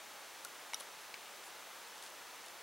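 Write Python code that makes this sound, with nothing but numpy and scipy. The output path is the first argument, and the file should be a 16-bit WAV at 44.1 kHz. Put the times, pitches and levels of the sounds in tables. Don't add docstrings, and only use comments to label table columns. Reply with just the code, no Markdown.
import sys
import numpy as np
from scipy import signal
from scipy.fft import rfft, irfft
from scipy.io import wavfile

SR = 44100
rng = np.random.default_rng(int(sys.argv[2]) if len(sys.argv) > 2 else 0)


def generate_wav(sig):
    pcm = np.round(np.clip(np.atleast_2d(sig).T, -1, 1) * 32767).astype(np.int16)
    wavfile.write(sys.argv[1], SR, pcm)


N = 115542


def from_db(db):
    return 10 ** (np.asarray(db) / 20)


def rms_one(x):
    return x / np.sqrt(np.mean(x ** 2) + 1e-20)


def since(start_s):
    return np.maximum(np.arange(N) / SR - start_s, 0)


def dying(t, t60_s):
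    return np.exp(-np.minimum(np.log(1000) * t / t60_s, 50))


def band(x, centre_hz, octaves):
    bark_top_hz = 12500
    half = 2 ** (octaves / 2)
    low_hz = centre_hz / half
    high_hz = min(centre_hz * half, bark_top_hz, SR / 2 - 1000)
    sos = signal.butter(2, [low_hz, high_hz], "band", fs=SR, output="sos")
    return signal.sosfilt(sos, x)


def resonate(x, hz, width_hz):
    radius = np.exp(-np.pi * width_hz / SR)
    poles = [1, -2 * radius * np.cos(2 * np.pi * hz / SR), radius * radius]
    return signal.lfilter([1, 0, -1], poles, x + 1e-18)


def shaped(x, spectrum, share=1):
    hz, db = np.transpose(spectrum)
    f = np.maximum(np.fft.rfftfreq(N, 1 / SR), 1)
    gain_db = share * np.interp(np.log(f), np.log(hz), db)
    return irfft(rfft(x) * from_db(gain_db), N)


def coloured(spectrum):
    return rms_one(shaped(rng.standard_normal(N), spectrum))


def struck(start_s, modes, pitch=1):
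    t = since(start_s)
    ringing = 0
    for k, (hz, db, t60_s) in enumerate(modes):
        mode = dying(t, t60_s) * np.sin(2 * np.pi * hz * pitch * t)
        ringing = ringing + (-1) ** k * from_db(db) * mode
    return ringing


def crack(start_s, db, centre_hz):
    attack_s, t60_s, octaves = 0.00032, 0.013, 1.7
    t = since(start_s)
    envelope = np.minimum(t / attack_s, 1) * dying(t, t60_s)
    noise = rms_one(band(rng.standard_normal(N), centre_hz, octaves))
    return from_db(db) * envelope * noise


def background():
    # hz, relative level_db per Hz
    air = [(30, -37), (60, -28), (130, -20), (250, -12.5), (390, -6.5), (550, -3.5), (900, -1.83),
           (1400, -2.5), (2200, -5), (3800, -7.5), (5200, -10.5), (6200, -10), (7500, -13), (9800, -14),
           (12500, -17), (15500, -19)]
    # hz, relative level_db per Hz
    air_wide = [(30, 5), (100, 6.5), (800, 1.5), (1300, -0.5), (2200, -11.5), (4400, -43.5), (5500, 1),
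                (9500, -5.5), (12000, -19.5), (15500, -44)]
    # hz, lean_db
    air_lean = [(100, 2), (500, 1.5), (850, 1.9), (1400, 0)]
    air_db, wide_db = -52, -67
    hum_hz, hum_width_hz, hum_db = 860, 46, -69.5
    whine_hz, whine_db = 15625, -80
    hum = from_db(hum_db) * rms_one(resonate(rng.standard_normal(N), hum_hz, hum_width_hz))
    whine = from_db(whine_db) * rms_one(np.sin(2 * np.pi * whine_hz * np.arange(N) / SR))
    wide = from_db(wide_db) * coloured(air_wide)
    common = from_db(air_db) * coloured(air) + hum + whine
    left = shaped(common, air_lean, 0.5) + wide
    right = shaped(common, air_lean, -0.44) - wide
    return np.array([left, right])


def room(x):
    delay_s, t60_s, echo_db = 0.0042, 0.068, -20
    t = since(delay_s)[:SR // 2]
    tails = rng.standard_normal((2, len(t))) * (t > 0) * dying(t, t60_s)
    echoes = [signal.fftconvolve(x, tail / np.linalg.norm(tail))[:N] for tail in tails]
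    return from_db(echo_db) * np.array(echoes)


def ticks():
    # start_s, level_db, centre_hz
    footfalls = [(1.021, -54, 5000), (1.258, -48, 2500), (1.8180, -54, 4500), (1.9790, -48, 6000),
                 (2.0250, -42, 5000), (2.037, -43, 7200), (2.0630, -44.5, 4500), (2.0712, -46, 5500),
                 (2.1020, -54, 8000), (2.3570, -54, 7500), (2.462, -48, 6500), (2.4835, -46, 4500)]
    return sum(crack(*footfall) for footfall in footfalls)


def drags():
    # start_s, length_s, rasp_db, rasp_hz (centre), squeak_db
    strokes = [(0.7988, 0.017, -50.5, 4400, -50), (0.812, 0.03, -61, 6000, -70),
               (1.435, 0.055, -64.5, 8500, -69), (2.02, 0.065, -59, 3200, -67)]
    slips_per_s, slip_spread_db, rasp_octaves = 1800, 2.5, 2.2
    squeak_hz, squeak_t60_s = 9720, 0.014
    attack_s, release_s = 0.001, 0.006
    squeak_width_hz = np.log(1000) / np.pi / squeak_t60_s
    out = np.zeros(N)
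    for start_s, length_s, rasp_db, rasp_hz, squeak_db in strokes:
        slipping = rng.random(N) < slips_per_s / SR
        strength = from_db(slip_spread_db * rng.standard_normal(N))
        slips = slipping * strength * rng.choice([-1, 1], N)
        rasp = rms_one(band(slips, rasp_hz, rasp_octaves))
        squeak = rms_one(resonate(slips, squeak_hz, squeak_width_hz))
        t = since(start_s)
        envelope = np.minimum(t / attack_s, 1) * np.clip((length_s - t) / release_s, 0, 1)
        out += envelope * (from_db(rasp_db) * rasp + from_db(squeak_db) * squeak)
    return out


def knocks():
    # start_s, level_db, pitch_hz
    flakes = [(0.4520, -38.5, 1440), (0.7343, -37.5, 954), (0.7445, -43, 1300), (0.8063, -44.5, 548),
              (0.8113, -44.5, 1120)]
    attack_s, t60_s = 0.0008, 0.029
    out = np.zeros(N)
    for start_s, db, hz in flakes:
        attack = np.minimum(since(start_s) / attack_s, 1)
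        out += attack * struck(start_s, [(hz, db, t60_s)])
    return out


def snaps():
    # start_s, crack_db, crack_hz (centre), bark_db, bark_pitch (factor), leg_db
    releases = [(0.4485, -36, 6840, -53, 1.43, -42), (0.7342, -39.5, 5150, -32, 0.972, -45),
                (0.7438, -40.5, 6200, -50, 1.35, -27), (0.8085, -52, 7500, -62, 1.3, -47),
                (1.1413, -39.5, 3100, -34, 1.01, -58)]
    # hz, level_db, t60_s
    bark_modes = [(930, -21, 0.017), (1920, -7.5, 0.012), (2270, -1.5, 0.019), (2970, -4.5, .012),
                  (4100, -6.5, 0.01), (6000, -15, .008)]
    # hz, level_db, t60_s
    leg_modes = [(3030, -16.5, 0.027), (3760, -10, 0.025), (5070, -8, 0.014), (5800, -1.5, 0.017),
                 (9100, -13, 0.018), (10750, -10, 0.017), (11280, -12, 0.019)]
    out = np.zeros(N)
    for start_s, crack_db, crack_hz, bark_db, bark_pitch, leg_db in releases:
        out += crack(start_s, crack_db, crack_hz)
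        out += from_db(bark_db) * struck(start_s, bark_modes, bark_pitch)
        out += from_db(leg_db) * struck(start_s, leg_modes)
    return out


def scene():
    pan_db = 0.8
    air = background()
    beetle = ticks() + drags() + knocks() + snaps()
    direct = beetle * from_db([[pan_db], [-pan_db]])
    return air + direct + room(beetle)


def record(dry):
    cutoff_hz = 15850
    sos = signal.ellip(12, 0.1, 70, cutoff_hz, fs=SR, output="sos")
    return signal.sosfilt(sos, dry)


dry = scene()
out = record(dry)
generate_wav(out)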